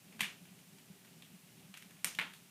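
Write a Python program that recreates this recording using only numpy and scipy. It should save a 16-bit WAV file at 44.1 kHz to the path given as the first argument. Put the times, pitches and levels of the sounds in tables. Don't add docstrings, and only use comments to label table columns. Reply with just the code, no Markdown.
import sys
import numpy as np
from scipy import signal
from scipy.fft import rfft, irfft
from scipy.io import wavfile
from scipy.ndimage import map_coordinates

SR = 44100
rng = np.random.default_rng(int(sys.argv[2]) if len(sys.argv) > 2 else 0)


def gain_from_db(level_db):
    decades = np.asarray(level_db, float) / 20
    return 10 ** decades


def inscribe(sig):
    pcm = np.round(np.clip(np.atleast_2d(sig).T, -1, 1) * 32767)
    wavfile.write(sys.argv[1], SR, pcm.astype(np.int16))


N = 110250

# time in seconds, level in dB.
BLAZE_CURVE = [(0.0, -67.5), (0.16, -61.5), (0.35, -62), (0.5, -65), (0.73, -66), (0.88, -64.5),
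               (2.32, -68), (2.5, -67.5)]
# frequency in Hz, level in dB.
FLAME_SPECTRUM = [(18, -75), (30, -45), (108, -8), (173, 1), (223, -4), (347, -15), (394, -8.5), (436, -17),
                  (900, -20.5), (1170, -86), (1980, -120)]
# start in seconds, peak level in dB, ringing pitch in Hz.
FLAME_PUFFS = [(0.145, -50, 225), (0.203, -39, 204), (0.417, -45, 168), (0.512, -46, 182),
               (0.668, -51.5, 183), (0.898, -44.5, 189), (1.036, -76, 203), (1.216, -59, 174),
               (1.334, -47.5, 180), (1.433, -51, 176), (1.606, -59, 182), (1.692, -47, 195),
               (1.856, -49, 177.2), (2.044, -57, 173), (2.164, -50, 190), (2.443, -56.5, 172.4)]
POP_STARTS = [.1225, .1927, .2067, .4540, .5905, .7848, 1.0478, 1.2228, 1.5970, 1.7409, 1.7724, 1.7740,
              1.8222, 1.8248, 1.9078, 2.0453, 2.1485, 2.1503, 2.1877, 2.3362, 2.3505]
# strength in dB, wood resonance in Hz, bright edge in dB,
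# thud in dB, directness of the view from the microphone in dB.
POP_KINDS = [(-48, 2400, -23, -4, -12), (-35.5, 2400, -21, 4, -15), (-18.5, 2530, -23, -2, -3),
             (-51.5, 2460, -23, 0, 3), (-54, 2800, -20, -7, -1), (-50, 2700, -23, -1, 3),
             (-50.5, 2400, -17.5, 4, -6), (-44.5, 3040, -25, -1.5, 4), (-54.5, 3400, -19, -13, 5),
             (-39.5, 2900, -24, 2.5, 2), (-44, 2300, -28, -6, 6), (-44.5, 3100, -2, -10, 4),
             (-46.5, 2460, -16, 4, -5), (-47, 2500, -21, -6, 12), (-49, 2157, -17, 0, 0),
             (-20, 2300, -9.5, 0, 2.5), (-47.5, 3000, -27, -8, 7), (-40, 3200, -19, -8, 5),
             (-19, 2220, -32, 1.5, -2), (-43.5, 3540, -18, 3, -2), (-53, 3100, -10, -4, 4)]
# frequency in Hz, level in dB.
EDGE_SPECTRUM = [(2500, -18.5), (4500, -10), (6500, -5), (8300, -6.5), (9300, -1), (10400, -10.5),
                 (12500, -6), (15500, -17)]
# frequency in Hz, level in dB.
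THUD_SPECTRUM = [(60, -55), (170, -6.5), (300, -21.5), (550, -29), (900, -17.5), (1500, -24), (3000, -45)]
# delay in seconds, level in dB.
REFLECTIONS = [(.0005, -3), (.0015, -3), (.0024, -4), (.0036, -4), (.0052, -8), (.0102, -4), (.0118, -8),
               (.017, -12), (.0258, -10), (.028, -10), (.038, -13)]
# frequency in Hz, time to fall 60 dB in seconds.
ROOM_DECAY = [(300, 0.5), (800, 0.35), (2100, 0.29), (5500, 0.35), (14600, 0.2)]
# frequency in Hz, level in dB.
HISS_SPECTRUM = [(350, -41), (600, -4), (1300, -4), (2910, -0.5), (3240, -3.5), (5290, -4), (8870, -3.5),
                 (12600, -5.5), (15500, -5)]


def unit(x):
    return x / np.sqrt(np.mean(x ** 2) + 1e-20)


def along(points, hz):
    f, v = np.transpose(points)
    return np.interp(np.log(hz + 1), np.log(f + 1), v)


def coloured(spectrum):
    gain = gain_from_db(along(spectrum, np.fft.rfftfreq(N, 1 / SR)))
    return unit(irfft(rfft(rng.standard_normal(N)) * gain, N))


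def wobble(rate):
    knots = rng.standard_normal(int(N * rate / SR) + 4)
    return map_coordinates(knots, [np.arange(N) * rate / SR])


def flame_roar():
    blaze_db = np.interp(np.arange(N) / SR, *np.transpose(BLAZE_CURVE))
    return coloured(FLAME_SPECTRUM) * gain_from_db(blaze_db + 1 + 2 * wobble(12))


def flame_puffs():
    rise_s, t60 = 0.0035, 0.12
    out, t = np.zeros(N + SR), np.arange(SR // 4) / SR
    for start, db, hz in FLAME_PUFFS:
        envelope = (1 - np.exp(-t / rise_s)) ** 2 * gain_from_db(-60 * t / t60)
        ring = np.sin(2 * np.pi * hz * t) * envelope
        out[round(start * SR):][:len(t)] += gain_from_db(db - 6) * ring / np.abs(ring).max()
    return out[:N]


def causal(gain):
    cepstrum = irfft(np.log(gain + 1e-6))
    half = len(cepstrum) // 2 - 1
    fold = np.concatenate([[1], np.full(half, 2), [1], np.zeros(half)])
    return irfft(np.exp(rfft(cepstrum * fold)))


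def burst(body_hz, edge_db, thud_db):
    hz = np.fft.rfftfreq(2048, 1 / SR)
    q = 1.44 - 0.11 * thud_db
    body = 1 / (1.5 + (q * (hz / body_hz - body_hz / (hz + 1))) ** 2)
    body = body / (1 + (hz / 4200) ** 8)
    thud = gain_from_db(thud_db + along(THUD_SPECTRUM, hz)) * (hz < 3000)
    edge = gain_from_db(edge_db + 9 + along(EDGE_SPECTRUM, hz))
    pulse = causal(body + thud + edge)[:1024]
    return pulse / np.abs(pulse).max()


def room_tail(t):
    from_s, rise_s = 0.019, 0.0021
    hz, frames, z = signal.stft(rng.standard_normal(len(t)), SR, nperseg=256)
    decay = gain_from_db(-60 * frames / along(ROOM_DECAY, hz)[:, None])
    room = signal.istft(z * decay, SR, nperseg=256)[1][:len(t)]
    room = room / (1 + np.exp(-(t - from_s) / rise_s))
    return room / np.linalg.norm(room)


def firebox_rattle(t):
    box = rng.standard_normal(len(t)) * gain_from_db(-60 * t / 0.1) * (t > REFLECTIONS[0][0])
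    return box / np.linalg.norm(box)


def hearth(view_db):
    scatter_s, scatter_db = 0.0002, 1.5
    grate_s = 0.001
    t = np.arange(SR // 2) / SR
    path = gain_from_db(0.5) * room_tail(t) + gain_from_db(2.5) * firebox_rattle(t) + gain_from_db(view_db) * (t == 0)
    for delay, db in REFLECTIONS:
        shift, level = rng.standard_normal(2)
        smear_s = 0.00015 + 0.015 * delay
        copy = rng.standard_normal(256) * np.exp(-t[:256] / smear_s)
        copy_db = db + view_db * (delay < grate_s) + scatter_db * level
        at = round(abs(delay + scatter_s * shift) * SR)
        path[at:][:len(copy)] += gain_from_db(copy_db) * copy / np.linalg.norm(copy)
    return path


def embers():
    per_second, floor_db, spread_db = 120, -71, 3.5
    when, strength = rng.random((int(per_second * N / SR), 2)).T
    excess = np.minimum(-np.log(strength), 3.5)
    ticks = np.bincount((when * N).astype(int), gain_from_db(floor_db + spread_db * excess), N)
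    one_tick = signal.fftconvolve(burst(2910, -33, 4), hearth(0))
    return signal.fftconvolve(ticks, one_tick)[:N]


def pops():
    out = np.zeros(N + SR)
    for start, (db, hz, edge_db, thud_db, view_db) in zip(POP_STARTS, POP_KINDS):
        sound = signal.fftconvolve(burst(hz, edge_db, thud_db), hearth(view_db))
        at = round(start * SR)
        out[at:][:len(sound)] += gain_from_db(db + 17) * sound / np.linalg.norm(sound)
    return out[:N]


def scene():
    return (pops() + embers() + flame_roar() + flame_puffs())[None]


def roll_off(x):
    return signal.sosfilt(signal.butter(12, 15910, fs=SR, output="sos"), x)


def record(dry):
    low_cut = signal.butter(2, 35, "high", fs=SR, output="sos")
    top = signal.cheby2(10, 50, 16100, fs=SR, output="sos")
    hissing = dry + gain_from_db(-63) * coloured(HISS_SPECTRUM)
    return roll_off(signal.sosfilt(np.vstack([low_cut, top]), hissing))


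dry = scene()
out = record(dry)
inscribe(out)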